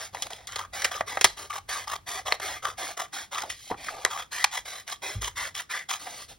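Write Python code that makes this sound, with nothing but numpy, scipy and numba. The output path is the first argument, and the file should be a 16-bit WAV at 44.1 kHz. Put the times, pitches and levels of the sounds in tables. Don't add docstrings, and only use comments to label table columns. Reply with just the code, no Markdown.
import sys
import numpy as np
from scipy import signal
from scipy.fft import rfft, irfft
from scipy.io import wavfile
from scipy.ndimage import uniform_filter1d
from numba import njit

SR = 44100
rng = np.random.default_rng(int(sys.argv[2]) if len(sys.argv) > 2 else 0)


def log_audio(samples):
    frames = np.atleast_2d(samples).T
    limited = np.clip(frames, -1, 1)
    pcm = np.round(limited * 32767).astype(np.int16)
    wavfile.write(sys.argv[1], SR, pcm)


N = 281666

# time in seconds, level in dB.
RUMBLE_LEVEL = [(0, -59.5), (2.849, -57.5), (3.0, -69), (3.75, -59), (4.999, -68), (5.35, -52.5),
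                (5.75, -70.5), (6.39, -58.5)]
# frequency in Hz, gain in dB.
RUMBLE_SPECTRUM = [(25, -18.5), (55, 1), (75, -4), (97, 0), (140, -14.5), (300, -32.5), (1000, -42)]
AIR_SPECTRUM = [(30, -16), (150, -1.5), (400, -10), (1000, -17.5), (4000, -20.5), (15000, -26)]
AIR_DB = -65
# frequency in Hz, level in dB, 60 dB decay time in seconds.
TABLE_MODES = [(55.8, -38, 0.46), (67, -56, .4), (95.5, -48, 0.42), (103, -25.5, 0.14), (186, -35.5, 0.088)]
# start in seconds, level in dB, duration of the push in seconds.
TABLE_KNOCKS = [(1.242, -12.5, 0.0027), (3.712, -12, 0.01), (5.146, 10.5, 0.037)]
# frequency in Hz, width in Hz, level in dB.
BODY_RESONANCES = [(758, 89, -6.5), (982, 25, -9), (1196, 72, 3), (1717, 43, -2), (1970, 140, -3),
                   (3282, 430, -3.5), (3940, 130, -4)]
# frequency in Hz, phase in radians.
LEFT_PHASE_LEAD = [(0, 0), (400, -.2), (900, -.7), (1150, -.2), (1900, .1), (2700, .4), (4400, .35),
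                   (5100, .1), (6900, 2.95), (8100, 3.35), (9730, 6.1), (11300, 6.5), (12500, 9.2),
                   (14400, 9.6), (15800, 12.5)]
TOP_HZ = 15900

# start in seconds, level in dB, decay in ms, ring in Hz.
FINGER_PATS = [(3.7, -31, 6, 750), (3.7094, -24, 4.6, 380), (3.713, -23, 8.2, 840), (3.722, -33, 10, 990),
               (3.7422, -33.5, 4.3, 1150)]
# start in
# seconds, end in seconds, level in dB, change by the end in dB, ring in Hz, ring level in dB, body level in dB.
PAPER_SLIDES = [(0.128, 0.264, -41.5, 4, 1050, 3, 6), (0.301, 0.465, -35.5, -17.5, 700, 18, -8.5),
                (1.249, 1.355, -24, -31, 4310, 8, -2), (3.451, 3.5, -44.5, 3, 900, -10, 6),
                (3.495, 3.507, -27.5, 2, 2260, 7, -6), (3.534, 3.713, -47, 8, 3600, -11, -29),
                (3.767, 3.881, -44, 12.5, 1850, 7, 2.5), (3.89, 4.092, -35, -5, 950, 13, 1),
                (5.992, 6.233, -37, 0, 825, -4, -5), (6.281, 6.318, -41.5, 2, 1960, -30, 1)]
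# start in seconds, level in dB.
EDGE_CLICKS = [(0.521, -29), (3.387, -36), (3.4044, -30), (3.42, -24.5), (4.877, -28.5), (5.2197, -25),
               (5.2444, -23), (5.551, -24.5)]
# start in seconds, level in dB, decay in ms,
# body level in dB, edge level in dB, ring in Hz, ring level in dB.
FOLD_SNAPS = [(.146, -29, 7.2, 6.5, -1, 920, 14), (.169, -29, 1.4, 4, -15, 960, 6),
              (0.2216, -22.5, 6.6, 3.5, 6, 3200, 5), (0.267, -31, 2.8, 7, 0, 700, 5),
              (0.303, -33, 5, 8, 3, 694, 22), (0.332, -27, 1.44, 18, 5, 3250, 10),
              (0.47, -33, 8.7, -6, 6.5, 3370, -16), (0.558, -24.5, 5.5, 6, 0, 3570, -3),
              (0.819, -22.5, 3.5, -10, 1, 1870, 1), (0.8437, -15.5, 6.6, -3.5, -1.5, 1880, -13),
              (0.851, -18, 3.4, 7, -4.5, 1900, -10), (1.007, -17, 4.1, 11, -14, 670, 1.5),
              (1.171, -18, 3.8, 3, -19.5, 790, 8.5), (1.2097, -18, 8.8, 4, 2.5, 2700, 0.5),
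              (1.2427, -4.5, 5.33, 4.5, -0.5, 1180, -8), (2.322, -10.5, 2.7, 2.5, -9, 4240, 12.5),
              (2.398, -31, 6.2, 8.5, -5.5, 710, -20), (3.501, -27, 2.7, 0, 2, 2050, 8),
              (3.883, -23.5, 3.6, 9, -48, 1460, 21), (4.0491, -4, 1.26, 1.5, -5.5, 1065, 10),
              (4.4414, -6, 2.84, -12, 0.5, 846, 18), (6.067, -36, 14, 3.5, -8, 720, 15)]
# start in seconds, end in seconds, level in dB,
# sag by the end in dB, ring in Hz, ring level in dB, body level in dB.
BLADE_OPENINGS = [(-.03, 0.067, -33.5, 5, 1570, 0, -2), (0.729, 0.888, -32.5, 4, 1880, 3.5, 3.5),
                  (1.066, 1.205, -33, 12.5, 2000, 2.5, 4.5), (1.368, 1.462, -36.5, 6, 1900, -18, 4),
                  (1.685, 1.842, -28.5, 13, 1700, 3.5, 1), (2.067, 2.194, -31.5, 1.5, 1980, 0, 4.5),
                  (2.412, 2.577, -30.5, 8, 1990, 8.5, 4.5), (2.775, 2.92, -31.5, 4.5, 2100, 0, 3.5),
                  (3.126, 3.244, -32, 9, 1700, -4, 0.5), (4.314, 4.429, -31, 0, 1840, 4, -3),
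                  (4.65, 4.806, -36, 5, 2000, -9, -3.5), (5.02, 5.214, -31, 27, 2050, 0.5, 4.5),
                  (5.359, 5.479, -29.5, 4.5, 1850, 5, -1.5), (5.697, 5.823, -29, 11.5, 1850, 11.5, -3)]
# start in seconds, end in seconds, level in dB,
# ring in Hz, ring level in dB, body level in dB.
BLADE_CUTS = [(0.482, 0.57, -37, 1230, 15.5, 0.5), (0.566, 0.633, -34.5, 1260, 19, 4.5),
              (0.909, 1.005, -33.5, 1270, 10, 7), (1.496, 1.578, -32, 1140, 7, 0.5),
              (1.867, 1.961, -36, 1100, 9.5, 5.5), (2.254, 2.344, -30, 1070, 8.5, 7.5),
              (2.625, 2.717, -32.5, 1240, 10, 9), (2.969, 3.048, -33, 1270, -1, 7.5),
              (3.314, 3.428, -30.5, 1300, 8.5, 5.5), (3.431, 3.444, -27.5, 765, 2, 24),
              (4.1, 4.228, -32.5, 1160, 8.5, 1.5), (4.513, 4.59, -29.5, 890, 11.5, -10.5),
              (4.869, 4.941, -33.5, 1280, -18, 0), (5.211, 5.283, -28, 1170, -13, 1),
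              (5.546, 5.614, -31, 1290, -3, -5), (5.888, 5.962, -29, 1120, -4, -4)]
# time in seconds, level in dB.
FIBRE_BITES = [(0.594, -32), (.608, -33.5), (0.654, -28), (0.918, -29), (.938, -42), (.956, -32.5),
               (1.504, -38), (1.564, -33), (1.585, -30.5), (1.879, -35.5), (1.9, -32), (1.921, -29.5),
               (1.936, -28), (1.96, -31.5), (2.265, -33), (2.284, -31.5), (2.348, -30.5), (2.632, -34.5),
               (2.655, -25.5), (2.671, -31.5), (2.689, -35.5), (2.975, -33), (3.001, -29), (3.019, -32),
               (3.337, -32), (3.359, -37), (3.381, -28.5), (4.115, -31), (4.132, -34), (4.165, -35.5),
               (4.199, -33), (4.551, -30.5), (4.579, -27.5), (4.928, -28), (5.252, -34), (5.279, -31.5),
               (5.605, -32.5), (5.895, -27), (5.912, -26), (5.939, -28)]
# frequency in Hz, gain in dB.
PAT_SPECTRUM = [(100, -15), (220, -3.5), (370, -2.5), (560, -8), (850, -2.5), (1300, -13), (2000, -15),
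                (5600, -40.5), (15000, -54)]
SLIDE_SPECTRUM = [(100, -13), (300, -11), (650, -5), (1400, -14.5), (2000, -8), (2800, -10), (3500, -6.5),
                  (6900, -5), (10000, -11.5), (15000, -17)]
SNAP_SPECTRUM = [(100, -25), (250, -22.5), (400, -6.5), (780, -5), (1200, -3.5), (2100, 3), (2800, -3.5),
                 (4000, -2.5), (7000, -0.5), (10000, -8.5), (15000, -17.5)]
RUB_SPECTRUM = [(100, -34), (250, -15), (450, -4.5), (750, -1), (1450, -3), (2200, -2), (2700, -8.5),
                (3500, -2.5), (4400, -4.5), (5300, -2), (6900, -1.5), (9500, -8), (15000, -15)]
SHEAR_SPECTRUM = [(100, -31.5), (250, -19.5), (450, -4.5), (750, 1.5), (1500, -2), (2100, 1.5),
                  (2700, -4.5), (3400, 4), (4400, -6), (5300, 1), (6900, 2.5), (9500, -7), (15000, -11)]

FLEX_DB = -3
BEND_LAG_S = .001
LEAD_S = .03
RING_WANDER, BUNCHING = .085, .7
FIBRE_RATE, FIBRE_HZ, FIBRE_WIDTH_HZ, FIBRE_SCATTER = 95, 2300, 420., .55
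OPEN_CRACKLE_DB, CUT_CRACKLE_DB, SLIDE_CRACKLE_DB = -15, -8, -15
BURST_RAGGED_DB, TAIL_RAGGED_DB, FLUTTER_FULL_MS = 2.5, 5, 4.5
OPEN_GLIDE, OPEN_FASTEST, OPEN_ARCH_DB = 0.054, 0.22, 3
CUT_FASTEST, CUT_ARCH_DB = 0.45, 2.5
OPEN_RING_WIDTH_HZ, CUT_RING_WIDTH_HZ = 520, 300
BITE_WIDTH_S = 0.0035


def undb(db):
    return 10 ** (np.asarray(db) / 20)


def unit(x):
    return x / np.sqrt(np.mean(x ** 2) + 1e-18)


def add(out, s, x):
    i = int(s * SR)
    x, i = x[max(-i, 0):], max(i, 0)
    out[i:i + len(x)] += x[:max(N - i, 0)]


def walk(n, rate):
    at = np.arange(n) * rate / SR
    knots = int(at[-1]) + 2
    return np.interp(at, np.arange(knots), rng.standard_normal(knots)) * np.sqrt(3 / 2)


def colour(x, points):
    hz, db = np.transpose(points)
    f = np.maximum(np.fft.rfftfreq(4096, 1 / SR), 1)
    gain_db = np.interp(np.log(f), np.log(hz), db)
    cepstrum = irfft(np.log(undb(gain_db)))
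    half = len(cepstrum) // 2
    cepstrum[1:half] *= 2
    cepstrum[half + 1:] = 0
    response = irfft(np.exp(rfft(cepstrum)))
    return signal.fftconvolve(x, response)[:len(x)]


def lows(x, hz, order=1):
    return signal.sosfilt(signal.butter(order, min(hz, SR / 2 - 1), fs=SR, output="sos"), x)


def ring(x, hz, width_hz):
    return signal.lfilter(*signal.iirpeak(hz, hz / width_hz, fs=SR), x)


@njit
def moving_ring(x, hz, width_hz):
    y, band, low = np.empty(len(x)), 0., 0.
    for i in range(len(x)):
        g, k = np.tan(np.pi * hz[i] / SR), width_hz / hz[i]
        v = (band + g * (x[i] - low)) / (1 + g * (g + k))
        band, low, y[i] = 2 * v - band, low + 2 * g * v, k * v
    return y


def background():
    rumble_db = np.interp(np.arange(N) / SR, *np.transpose(RUMBLE_LEVEL)) + 0.76 * walk(N, 13)
    rumble = undb(rumble_db) * unit(colour(rng.standard_normal(N), RUMBLE_SPECTRUM))
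    air = undb(AIR_DB) * unit(colour(rng.standard_normal(N), AIR_SPECTRUM))
    return rumble + air


def room(x, early_db, early_s, late_db, t60_s, dull_hz):
    t = np.arange(SR // 2) / SR
    early = rng.standard_normal(len(t)) * (t > .001) * np.exp(-t / early_s)
    late = rng.standard_normal(len(t)) * (t > .008) * np.exp(-np.log(1000) * t / t60_s)
    response = (undb(early_db) * unit(early) + undb(late_db) * unit(late)) / np.sqrt(len(t))
    return lows(signal.fftconvolve(x, response)[:N], dull_hz)


def knocks(shudder_db=-51, shudder_s=0.039):
    out = np.zeros(N)
    for s, knock_db, push_s in TABLE_KNOCKS:
        t = np.maximum(np.arange(N) / SR - s, 0)
        modes = np.zeros(N)
        for hz, db, t60 in TABLE_MODES:
            modes += undb(db) * np.sin(2 * np.pi * hz * t) * np.exp(-np.log(1000) * t / t60)
        shudder = unit(lows(rng.standard_normal(N), 170, order=2))
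        shudder = undb(shudder_db) * np.exp(-t / shudder_s) * shudder
        push = np.sin(np.pi / 2 * np.minimum(t / push_s, 1)) ** 2
        out += undb(knock_db) * (modes + shudder) * push
    return out


def flex(x, depth_db, span_s=.0028, rate=22):
    t = np.arange(int(4 * span_s * SR)) / SR
    returns = rng.standard_normal((2, len(t))) * np.exp(-t / span_s) * (t > .0005)
    returns /= np.linalg.norm(returns, axis=1, keepdims=True)
    a, b = signal.fftconvolve(x[None], returns)[:, :len(x)]
    bend = walk(len(x), rate)
    return x + undb(depth_db) * (np.cos(bend) * a + np.sin(bend) * b)


def disperse(x):
    khz = np.fft.rfftfreq(len(x), 1 / SR) / 10 ** 3
    phase = 2 * np.pi * 2 * BEND_LAG_S * 10 ** 3 * np.sqrt(khz)
    return irfft(rfft(x) * np.exp(-1j * phase), len(x))


def crinkle(t, fade_s, rate=260):
    n = len(t)
    ticks = (rng.random(n) < rate / SR) * rng.uniform(-1, 1, n)
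    return ticks * np.sqrt(SR / rate) * np.exp(-t / fade_s)


def crackle(t):
    ticks = crinkle(t, np.inf, FIBRE_RATE)
    hz = FIBRE_HZ * np.exp(FIBRE_SCATTER * np.clip(walk(len(t), FIBRE_RATE), -2, 2))
    ringing = moving_ring(ticks, hz, FIBRE_WIDTH_HZ)
    return unit(flex(ringing + colour(ticks, SHEAR_SPECTRUM) / 10, FLEX_DB))


def steadied(x, span_s=0.025):
    return x / np.sqrt(np.abs(uniform_filter1d(x ** 2, int(span_s * SR))) + 1e-18)


def clock(length_s):
    t = np.arange(int(length_s * SR) + SR // 8) / SR - LEAD_S
    return t, np.clip(t / length_s, 0, 1)


def stroke(t, length_s, spectrum, ring_hz, ring_db, body_db, grain_rate, grain_db, hiss_db, catch_rate,
           catch_db, tilt_db, ring_width_hz, rise_s, fall_s, crackle_db):
    n = len(t)
    density = grain_rate * np.exp(BUNCHING * walk(n, 110))
    breaks = (rng.random(n) < density / SR) * rng.choice([-1, 1], n)
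    grains = breaks * undb(grain_db * np.minimum(rng.exponential(size=n), 4))
    catch_hz = catch_rate * np.exp(BUNCHING / 2 * walk(n, catch_rate))
    chatter = np.sin(2 * np.pi * np.cumsum(catch_hz) / SR)
    force = (unit(grains) + undb(hiss_db) * rng.standard_normal(n)) * undb(catch_db * chatter)
    x = flex(colour(force, spectrum), FLEX_DB)
    swell_db = ring_db - 1 + 3 * np.tanh(walk(n, 55))
    wandering_hz = ring_hz * np.exp(RING_WANDER * walk(n, 45))
    x = x + undb(swell_db) * moving_ring(x, wandering_hz, float(ring_width_hz))
    x = colour(x, [(600, body_db), (1700, 0.004)])
    grip = undb(tilt_db * np.tanh(walk(n, 47.4)))
    x = x + (grip - 1) * lows(x, 1200)
    onset = (1 + np.tanh(t / rise_s - .5)) / 2
    release = np.exp(-np.maximum(t - length_s, 0) / fall_s)
    return (steadied(x) + undb(crackle_db) * crackle(t)) * onset * release


def pats(rise_s=0.0016, ring_db=7, crinkle_db=-10):
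    out, t = np.zeros(N), np.arange(SR // 10) / SR
    for s, db, decay_ms, ring_hz in FINGER_PATS:
        decay = np.exp(-np.maximum(t - rise_s, 0) * 10 ** 3 / decay_ms)
        envelope = np.minimum(t / rise_s, 1) * decay
        puff = envelope * rng.standard_normal(len(t))
        x = colour(puff + undb(crinkle_db) * crinkle(t, 2 * decay_ms / 10 ** 3), PAT_SPECTRUM)
        x = unit(x + undb(ring_db) * ring(x, ring_hz, ring_hz / 3))
        add(out, s, undb(db) * np.sqrt(np.mean(envelope ** 2)) * x)
    return out


def slides(trim_db=-4.5):
    out = np.zeros(N)
    for start, end, db, change_db, ring_hz, ring_db, body_db in PAPER_SLIDES:
        t, done = clock(end - start)
        x = stroke(t, end - start, SLIDE_SPECTRUM, ring_hz, ring_db, body_db,
                   grain_rate=1600, grain_db=0.5, hiss_db=-2, catch_rate=100.0, catch_db=-0.5, tilt_db=8.0,
                   ring_width_hz=630, rise_s=0.0067, fall_s=0.019, crackle_db=SLIDE_CRACKLE_DB)
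        add(out, start - LEAD_S, x * undb(trim_db + db + change_db * done))
    return out


def snap(db, decay_ms, body_db, edge_db, ring_hz, ring_db, rise_s=0.00068, tail_db=-12, tail_s=0.0065,
         tail_hz=1200, crinkle_db=-19, ring_share=0.15):
    t = np.arange(SR // 10) / SR
    rise = np.minimum(t / rise_s, 1)
    burst = rise * np.exp(-t * 10 ** 3 / decay_ms)
    crack = rng.choice([-1., 1.], len(t)) * burst * undb(BURST_RAGGED_DB * walk(len(t), 700))
    flutter = ring(rng.standard_normal(len(t)), tail_hz, tail_hz) * rise * np.exp(-t / tail_s)
    flutter *= undb(tail_db + TAIL_RAGGED_DB * walk(len(t), 310))
    trail = flutter + undb(crinkle_db) * crinkle(t, 2 * tail_s)
    x = colour(crack + np.sqrt(decay_ms / FLUTTER_FULL_MS) * trail, SNAP_SPECTRUM)
    x = colour(x, [(650, body_db), (1700, 0.0029), (2000, 0.0024), (5000, edge_db)])
    x = x + undb(ring_db) * ring(x, ring_hz, ring_share * ring_hz)
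    return unit(disperse(x)) * np.sqrt(np.mean(burst ** 2)) * undb(db)


def snaps():
    out = np.zeros(N)
    for s, *blow in FOLD_SNAPS:
        add(out, s, snap(*blow))
    return out


def clicks():
    out = np.zeros(N)
    for s, db in EDGE_CLICKS:
        add(out, s, snap(db, decay_ms=2.6, body_db=-5.5, edge_db=5.0, ring_hz=3300, ring_db=-1))
    return out


def openings(trim_db=-2.14):
    out = np.zeros(N)
    for start, end, db, sag_db, ring_hz, ring_db, body_db in BLADE_OPENINGS:
        t, done = clock(end - start)
        start_loss_db = OPEN_ARCH_DB * np.maximum(1 - done / OPEN_FASTEST, 0) ** 2
        end_loss_db = sag_db * np.maximum((done - OPEN_FASTEST) / (1 - OPEN_FASTEST), 0) ** 2
        rising_hz = ring_hz * (1 + OPEN_GLIDE * (done - .5))
        x = stroke(t, end - start, RUB_SPECTRUM, rising_hz, ring_db, body_db,
                   grain_rate=3500, grain_db=2.5, hiss_db=-3.0, catch_rate=210.0, catch_db=1.0, tilt_db=3.5,
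                   ring_width_hz=OPEN_RING_WIDTH_HZ, rise_s=0.0057, fall_s=0.016,
                   crackle_db=OPEN_CRACKLE_DB)
        add(out, start - LEAD_S, x * undb(trim_db + db - start_loss_db - end_loss_db))
    return out


def bites(t, start, end):
    times, db = np.transpose(FIBRE_BITES)
    inside = (times > start - LEAD_S) & (times < end + LEAD_S)
    pulses = np.exp(-.5 * ((start + t[:, None] - times) / BITE_WIDTH_S) ** 2)
    return np.sqrt(np.sum(inside * undb(db) ** 2 * pulses, axis=1))


def cuts(trim_db=-4.5, bite_db=-1.47, bite_ring_db=-8):
    out = np.zeros(N)
    for start, end, db, ring_hz, ring_db, body_db in BLADE_CUTS:
        t, done = clock(end - start)
        x = stroke(t, end - start, SHEAR_SPECTRUM, ring_hz, ring_db, body_db,
                   grain_rate=1900, grain_db=1.5, hiss_db=-9.0, catch_rate=220, catch_db=0.5, tilt_db=1.0,
                   ring_width_hz=CUT_RING_WIDTH_HZ, rise_s=0.0046, fall_s=0.016,
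                   crackle_db=CUT_CRACKLE_DB)
        steady = undb(trim_db + db - CUT_ARCH_DB * (1 - done / CUT_FASTEST) ** 2)
        surge = undb(bite_db) * bites(t, start, end)
        bite_hz = ring_hz * np.exp(2 * RING_WANDER * walk(len(t), FIBRE_RATE / 2))
        bite_ring = undb(bite_ring_db) * moving_ring(x * surge, bite_hz, ring_hz / 4)
        add(out, start - LEAD_S, x * np.hypot(steady, surge) + bite_ring)
    return out


def scene():
    work = undb(2.5) * snaps() + clicks() + pats() + openings() + cuts() + slides()
    resonances = sum(undb(db) * ring(work, hz, width) for hz, width, db in BODY_RESONANCES)
    work = undb(-1.5) * (work + resonances)
    mid_room = room(work, early_db=-23, early_s=0.017, late_db=-18.0, t60_s=0.22, dull_hz=7000)
    mid = work + mid_room + knocks() + background()
    side_room = room(work, early_db=-13.0, early_s=0.00053, late_db=-23, t60_s=0.27, dull_hz=3780)
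    sheet_waves = flex(work, depth_db=-17.5) - work
    side_noise = undb(-66) * unit(lows(rng.standard_normal(N), 700))
    side = side_room + sheet_waves + side_noise
    return np.array([mid + side, mid - side])


def record(dry):
    phase = np.interp(np.fft.rfftfreq(N, 1 / SR), *np.transpose(LEFT_PHASE_LEAD))
    pair = irfft(rfft(dry) * np.exp(.5j * np.array([phase, -phase])), N)
    low_pass = signal.ellip(8, .2, 70, TOP_HZ, fs=SR, output="sos")
    return signal.sosfilt(low_pass, np.clip(pair, -1, 1))


dry = scene()
out = record(dry)
log_audio(out)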